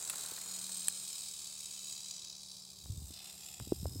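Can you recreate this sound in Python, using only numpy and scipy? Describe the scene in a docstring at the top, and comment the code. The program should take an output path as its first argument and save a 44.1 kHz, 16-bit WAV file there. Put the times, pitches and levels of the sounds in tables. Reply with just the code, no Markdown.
"""Outdoors in dry leaf litter, a hand-held microphone close to a coiled rattlesnake.
Each shake of the tail throws the hollow horny segments together twice: a fizz of tiny clicks
that ring in the shells. Litter snaps, crackles and rustles; a faint hum hangs far off.
Near 3 s the microphone swings round to another side, and the hand bumps and rubs its housing."""
import sys
import numpy as np
from scipy import signal
from scipy.fft import rfft, irfft
from scipy.io import wavfile

SR = 44100
rng = np.random.default_rng(int(sys.argv[2]) if len(sys.argv) > 2 else 0)


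def store_wav(level_fs):
    """Save 16-bit WAV to argv[1]."""
    pcm = np.round(np.clip(np.atleast_2d(level_fs), -1, 1) * 32767)
    wavfile.write(sys.argv[1], SR, pcm.T.astype(np.int16))


N = 176400
T = np.arange(N) / SR


def rattle():
    """The rattle, close up: segments click under each stroke; the colour shifts as the microphone moves."""
    # broad colour from the first position, and from the side: f/Hz, level/dB
    front_colour = [(600, -36), (1080, -16), (1400, -27), (1800, -25), (2500, -14.5), (2850, -18),
                    (3400, -9.5), (3850, -4), (5000, -2.5), (5700, -5), (7000, 2), (8100, 2), (9000, -3),
                    (12000, -17), (14000, -17), (15800, -17.5)]
    side_colour = [(580, -27), (790, -10), (1100, -26), (1700, -22.5), (2500, -12.5), (3300, -7),
                   (3900, -3), (4400, -4), (5300, -2.5), (6100, -8), (7300, 1.5), (8400, 3.5), (9800, -8),
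                   (11700, -14.5), (12700, -11.5), (15800, -16.5)]
    # crossovers between four bands: f/Hz
    band_edges = [3453, 6320, 10300]
    # band levels: t/s, low/dB, middle/dB, treble/dB, top/dB
    band_levels = [(0, -63.5, -51.5, -42, -52), (.3, -61.5, -50, -48, -50), (.6, -61.5, -50.5, -49, -52.5),
                   (.8, -59, -50.5, -46, -51), (1.1, -59.5, -49.5, -47.5, -52.5),
                   (1.45, -62, -50.5, -50.5, -56), (1.9, -62.5, -50, -50.5, -56.5),
                   (2.2, -64, -49.5, -53, -62.5), (2.45, -71.5, -53, -55, -64),
                   (2.8, -70.5, -54, -58.5, -62.5), (3.08, -75, -59.5, -52.5, -61.5),
                   (3.19, -62.5, -52, -58.5, -65), (3.26, -60.5, -53.5, -51.5, -63),
                   (3.36, -66.5, -55, -56.5, -65), (3.55, -63.5, -55, -56.5, -63.5),
                   (3.75, -69.5, -56, -55, -60.5), (4, -81, -57.5, -54, -59)]
    mid_swing_s, swing_takes_s = 2.91, .29
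    aside = np.clip((T - mid_swing_s) / swing_takes_s + .5, 0, 1)
    clicks = grains(per_s=12000, spread_db=5) * strokes() * clacks()
    clicks *= from_db(.6 * drift(per_s=16))  # slight surges
    clicks = scattered(clicks, unsteady=1 + 2.9 * aside, count=8)  # less steady after the swing
    rings = shells(clicks)
    buzz = (1 - aside) * rms_one(coloured(rings, front_colour))
    buzz += aside * rms_one(coloured(rings, side_colour))
    lowpassed = [below(buzz, hz, order=8) for hz in band_edges]
    bands = np.diff([np.zeros(N), *lowpassed, buzz], axis=0)
    buzz = sum(from_db(db) * rms_one(band) for db, band in zip(in_time(band_levels), bands))
    return sliding_dip(buzz)


def strokes():
    """Force on the segments: a strong and a weak stroke per shake, with a flutter beating against them."""
    # tail speed: t/s, shake rate/Hz
    tail_speed = [(0.0, 41.17), (0.12, 37.34), (0.25, 38.37), (0.4, 40.62), (0.6, 38.48), (0.8, 39.34),
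                  (1.0, 38.74), (1.2, 38.4), (1.45, 37.45), (1.7, 37.64), (2.0, 37.2), (2.3, 37.46),
                  (2.6, 36.79), (2.9, 37.03), (3.2, 37.17), (3.6, 36.8), (4.0, 36.56)]
    # the two strokes of a shake: place/cycles, half width/cycles, relative level/dB
    stroke_pair = [(0.99, 0.15, 3), (0.46, 0.24, -2)]
    # flutter: t/s, depth/dB
    flutter_depth = [(0, .3), (1.2, .5), (1.5, 1.4), (3.5, 2.1)]
    flutter_hz, stroke_spread_db = 59.38, .7
    cycles = np.cumsum(in_time(tail_speed)[0]) / SR - .1
    force = from_db(-4.5)  # loose segments keep clicking between strokes
    for place, width, db in stroke_pair:
        phase = cycles - place + 1.5
        strengths = from_db(db + stroke_spread_db * rng.standard_normal(400))
        pulse = np.exp(-np.abs((phase % 1 - .5) / width) ** 3)
        force = force + strengths[phase.astype(int)] * pulse
    flutter_db = in_time(flutter_depth)[0] * np.cos(2 * np.pi * (flutter_hz * T + .45))
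    return rms_one(force * from_db(flutter_db))


def clacks():
    """Brief extra force where the segments meet hard."""
    # harder strokes: t/s, lift/dB
    hard_strokes = [(.415, 3), (1.08, 3), (1.472, 1.5), (1.872, 3), (2.11, 8.5), (2.433, 4), (3.487, 6.5),
                    (3.54, 8)]
    return 1 + sum((from_db(db) - 1) * swell(s, span_s=.002) for s, db in hard_strokes)


def shells(clicks):
    """Clicks ring in the hollow segments; each resonance swells and fades as tail and microphone turn."""
    # segment resonances: f/Hz, width/Hz, lift/dB, strongest at t/s, fade/s
    modes = [(2470, 71, 4, 0.39, .3), (2630, 62, 9, 1.8, 0.46), (3030, 49, 7.5, 1.34, 0.94),
             (3724, 43, 6.5, 1.14, 0.7), (3640, 50, 6, 3.6, 0.37), (3876, 70, 7, 1.6, 2.9),
             (4040, 190, 10.5, 3.2, 0.15), (4040, 100, 5, 0.15, 0.16), (4190, 145, 8.5, 0.77, 0.47),
             (4694, 57, 2, .52, .15), (4843, 84, 7.5, 2.5, 1.9), (5060, 46, 12, 1, .35),
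             (5140, 94, 10.5, 3.95, 0.19), (5250, 150, 8, 4, 1.5), (5880, 75, 10, 2.3, 0.33),
             (6200, 180, 9, 3.03, .15), (6600, 48, 7, 0.78, 0.25), (6804, 91, 15, 4.23, 0.2),
             (6820, 110, 9, 1.84, .6), (6900, 60, 14, .48, 0.13), (7330, 140, 12.5, 3.48, 0.22),
             (7660, 125, 8.5, 1.6, 1.4), (7660, 95, 8.5, 3.59, 0.12), (7900, 94, 5.5, 0.41, .2),
             (8000, 47, 10, 1.9, 0.66), (8190, 80, 11.5, 0.7, 0.68), (8430, 47, 12.5, 3.25, 0.17),
             (8527, 60, 6, 2, 0.37), (9300, 89, 7, 3.4, .3), (9200, 70, 6, 3.55, 0.27),
             (9259, 120, 9, 2.63, 0.25), (9200, 60, 6, 1.7, .5), (10700, 180, 13, 3.37, 0.22),
             (11470, 70, 15, 3.36, 0.3), (12187, 90, 12, 3.4, 0.25), (12575, 150, 10.5, 3.65, 0.41),
             (13150, 170, 11, 4.7, 0.28), (14500, 140, 12.5, 3.3, .38)]
    return clicks + sum((from_db(db) - 1) * swell(s, span_s) * resonance(clicks, hz, width_hz)
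                        for hz, width_hz, db, s, span_s in modes)


def scattered(x, unsteady, count):
    """Twigs and leaves return weak, short echoes whose paths wander as the hand moves."""
    longest_s, echo_db = .004, -6
    echoes = np.zeros(N)
    for _ in range(count):
        polarity = rng.choice([-1, 1])
        delay_s = rng.uniform(.1003, 1) * longest_s
        wander_s = .00003 * unsteady * drift(per_s=2)
        echoes += polarity * np.interp(T - delay_s - wander_s, T, x)
    return x + from_db(echo_db) * echoes / np.sqrt(count)


def sliding_dip(x, width_hz=2000, block=256):
    """A slight treble lift turns into a broad phasing dip that slides down through the buzz."""
    # path of the dip: t/s, centre f/Hz, gain/dB
    glide = [(2.15, 9150, 2), (2.33, 7850, -5.5), (2.55, 6900, -2), (2.8, 5560, -5.5), (3.0, 4430, -1),
             (3.12, 4000, -4)]
    hz, db = in_time(glide)
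    state, band = np.zeros(2), np.zeros(N)
    for i in range(0, N, block):
        band[i:i + block], state = signal.lfilter(*resonator(hz[i], width_hz), x[i:i + block], zi=state)
    return x + (from_db(db) - 1) * band


def snaps():
    """Dry fibres in the litter break in a short burst: a bright crack over a woody ring."""
    # breaks: t/s, peak/dB, t60/s, wood against crack/dB
    breaks = [(0.0976, -21.5, 0.034, -6), (.8831, -11, 0.0051, -12.5), (0.8843, -19, 0.0077, -7.5)]
    # colours of the crack and of the wood: f/Hz, level/dB
    crack_colour = [(4000, -37), (5800, -26), (7300, -5.5), (8800, 1), (10500, -6), (13000, -16),
                    (15800, -18)]
    wood_colour = [(150, -53), (400, -19), (1000, -3.5), (1750, 2), (2100, -6), (2550, 9), (3100, 1),
                   (3950, 4), (4800, 5), (6000, -10.5)]
    out = np.zeros(N)
    for s, db, t60, wood_db in breaks:
        burst = noise_burst(s, t60)
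        crack = rms_one(coloured(burst, crack_colour))
        wood = from_db(wood_db) * rms_one(coloured(burst, wood_colour))
        out += peak_at(crack + wood, db)
    return out


def crackles(width_hz=1260):
    """Dead leaves buckle: short, dull bursts, each around its own pitch."""
    # single leaves: t/s, peak/dB, f/Hz
    leaves = [(0.134, -42, 935), (.141, -51, 1150), (0.25, -47, 1500), (0.298, -52, 905),
              (.378, -44.5, 1620), (.414, -48, 2210), (0.693, -49, 780)]
    out = np.zeros(N)
    for s, db, hz in leaves:
        leaf = resonance(noise_burst(s, t60=.029), hz, width_hz)
        out += peak_at(resonance(leaf, hz, width_hz), db)
    return out


def handling():
    """Handling noise: soft knocks ring briefly in the microphone housing, over the rumble of the grip. The
    earliest short tap, at 0.32 s, is a leaf crackling in the litter."""
    # a leaf crackle at 0.32 s, then knocks of the hand: t/s, peak/dB, f/Hz, t60/s
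    knocks = [(0.319, -42.5, 437, 0.0093), (2.859, -45, 700, 0.0015), (2.898, -31, 97.4, 0.088),
              (2.976, -35.5, 99, 0.045), (3.020, -42, 160, 0.04), (3.105, -44, 275, 0.02),
              (3.6007, -33.5, 900, 0.00098), (3.673, -37.5, 260, 0.011), (3.7215, -17, 356, 0.02),
              (3.83, -31, 133, 0.015), (3.856, -27, 577, 0.0078), (3.958, -37, 262, 0.026)]
    # rumble of the shifting grip: t/s, level/dB
    grip_level = [(2.7, -76), (2.85, -57.5), (2.92, -45.5), (2.99, -49), (3.08, -52), (3.22, -72.5),
                  (3.58, -67.5), (3.61, -39.5), (3.65, -58), (3.73, -47), (3.79, -51), (3.87, -37.5),
                  (3.94, -42.5), (4, -43)]
    # its colour: f/Hz, level/dB
    grip_colour = [(20, -39), (45, -14), (70, 2.5), (100, -6), (150, -13.5), (300, -26), (700, -45.5),
                   (2000, -68)]
    out = from_db(in_time(grip_level)[0]) * rms_one(coloured(rng.standard_normal(N), grip_colour))
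    for s, db, hz, t60 in knocks:
        ring = np.sin(2 * np.pi * hz * (T - s)) * decay(s, t60)
        soft_contact = signal.butter(2, 2.53 * hz, fs=SR)  # dulls the onset
        out += peak_at(signal.lfilter(*soft_contact, ring), db)
    return out


def rustle():
    """The litter rustles softly: a dense patter of tiny ticks."""
    # rustle: t/s, level/dB
    level = [(0, -57.5), (.15, -55), (.45, -58.5), (.8, -62.5), (1.3, -70.5), (2.2, -73.5), (2.9, -85),
             (3.25, -66.5), (3.55, -84), (4, -71)]
    # its colour: f/Hz, level/dB
    colour = [(150, -8), (300, -4.5), (550, -3), (1400, -1.5), (1900, -7), (2600, -5.5), (4500, -14)]
    ticks = grains(per_s=2500, spread_db=1.5)
    return from_db(in_time(level)[0]) * rms_one(coloured(ticks, colour))


def still_air(level_db=-70):
    """The outdoor bed: faint, steady, dark noise."""
    # background colour: f/Hz, level/dB
    colour = [(20, -40), (40, -18), (70, -14.5), (150, -2.5), (260, -19), (375, -9), (450, -15), (750, -14),
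              (1070, -16.5), (2000, -39), (5000, -37)]
    return from_db(level_db) * rms_one(coloured(rng.standard_normal(N), colour))


def distant_hum(pitch_hz=187.8, wander_hz=1.67):
    """Far off, one low tone wavers slightly in pitch."""
    # hum at the microphone: t/s, level/dB
    level = [(0, -72), (.35, -70.5), (.6, -61.5), (.85, -63.5), (1.2, -72.5), (2.6, -70), (4, -69.5)]
    hz = pitch_hz + wander_hz * drift(per_s=10)
    return from_db(in_time(level)[0]) * rms_one(np.sin(2 * np.pi * np.cumsum(hz) / SR))


def from_db(db):
    """Decibels to gain."""
    return 10 ** (np.asarray(db) / 20)


def rms_one(x):
    """Scale to rms 1."""
    return x / np.sqrt(np.mean(x ** 2) + 1e-20)


def peak_at(x, db):
    """Scale to a peak level."""
    return from_db(db) * x / np.abs(x).max()


def in_time(rows):
    """One curve per column after the times, joined by straight lines."""
    s, *columns = np.transpose(rows)
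    return [np.interp(T, s, column) for column in columns]


def swell(s, span_s):
    """Bell curve that reaches 1 at time s."""
    return np.exp(-((T - s) / span_s) ** 2)


def decay(s, t60):
    """Envelope that opens at time s and falls 60 dB every t60 seconds."""
    return (T >= s) * from_db(-60 * np.clip((T - s) / t60, 0, 10))


def noise_burst(s, t60):
    """White noise that dies away from time s."""
    return rng.choice([-1, 1], N) * decay(s, t60)


def drift(per_s):
    """Slow random wander; rms 1."""
    knots = rng.standard_normal(int(N / SR * per_s) + 2)
    return rms_one(np.interp(T * per_s, np.arange(len(knots)), knots))


def grains(per_s, spread_db):
    """Random clicks of uneven size; rms 1."""
    sizes = from_db(spread_db * np.minimum(rng.standard_normal(N), 2.8)) * rng.choice([-1, 1], N)
    return rms_one(sizes * (rng.random(N) < per_s / SR))


def coloured(x, points, size=8192):
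    """Causal (minimum-phase) filter through points of f/Hz, level/dB."""
    hz, db = np.transpose(points)
    grid_hz = np.maximum(np.fft.rfftfreq(size, 1 / SR), 1)
    gain = from_db(np.interp(np.log(grid_hz), np.log(hz), db))
    cepstrum = irfft(np.log(gain))
    cepstrum[1:size // 2] *= 2
    cepstrum[size // 2 + 1:] = 0
    return signal.fftconvolve(x, irfft(np.exp(rfft(cepstrum))))[:N]


def resonator(hz, width_hz):
    """Coefficients of a two-pole band-pass with gain 1 at its peak."""
    r = np.exp(-np.pi * width_hz / SR)
    return np.array([1, 0, -1]) * (1 - r * r) / 2, [1, -2 * r * np.cos(2 * np.pi * hz / SR), r * r]


def resonance(x, hz, width_hz):
    """Ring x through one resonator."""
    return signal.lfilter(*resonator(hz, width_hz), x)


def below(x, hz, order):
    """Low-pass without delay."""
    return signal.sosfiltfilt(signal.butter(order, hz, fs=SR, output="sos"), x)


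def scene():
    """All sources at one microphone, in mono."""
    return (rattle() + snaps() + crackles() + handling() + rustle() + still_air() + distant_hum())[None]


def record(dry):
    """A low cut takes out the deepest bass, and the top is cut steeply."""
    low_cut_hz, high_cut_hz = 48, 15850
    dry = signal.sosfilt(signal.butter(2, low_cut_hz, "high", fs=SR, output="sos"), dry)
    return signal.sosfilt(signal.ellip(12, .2, 70, high_cut_hz, fs=SR, output="sos"), dry)


dry = scene()
out = record(dry)
store_wav(out)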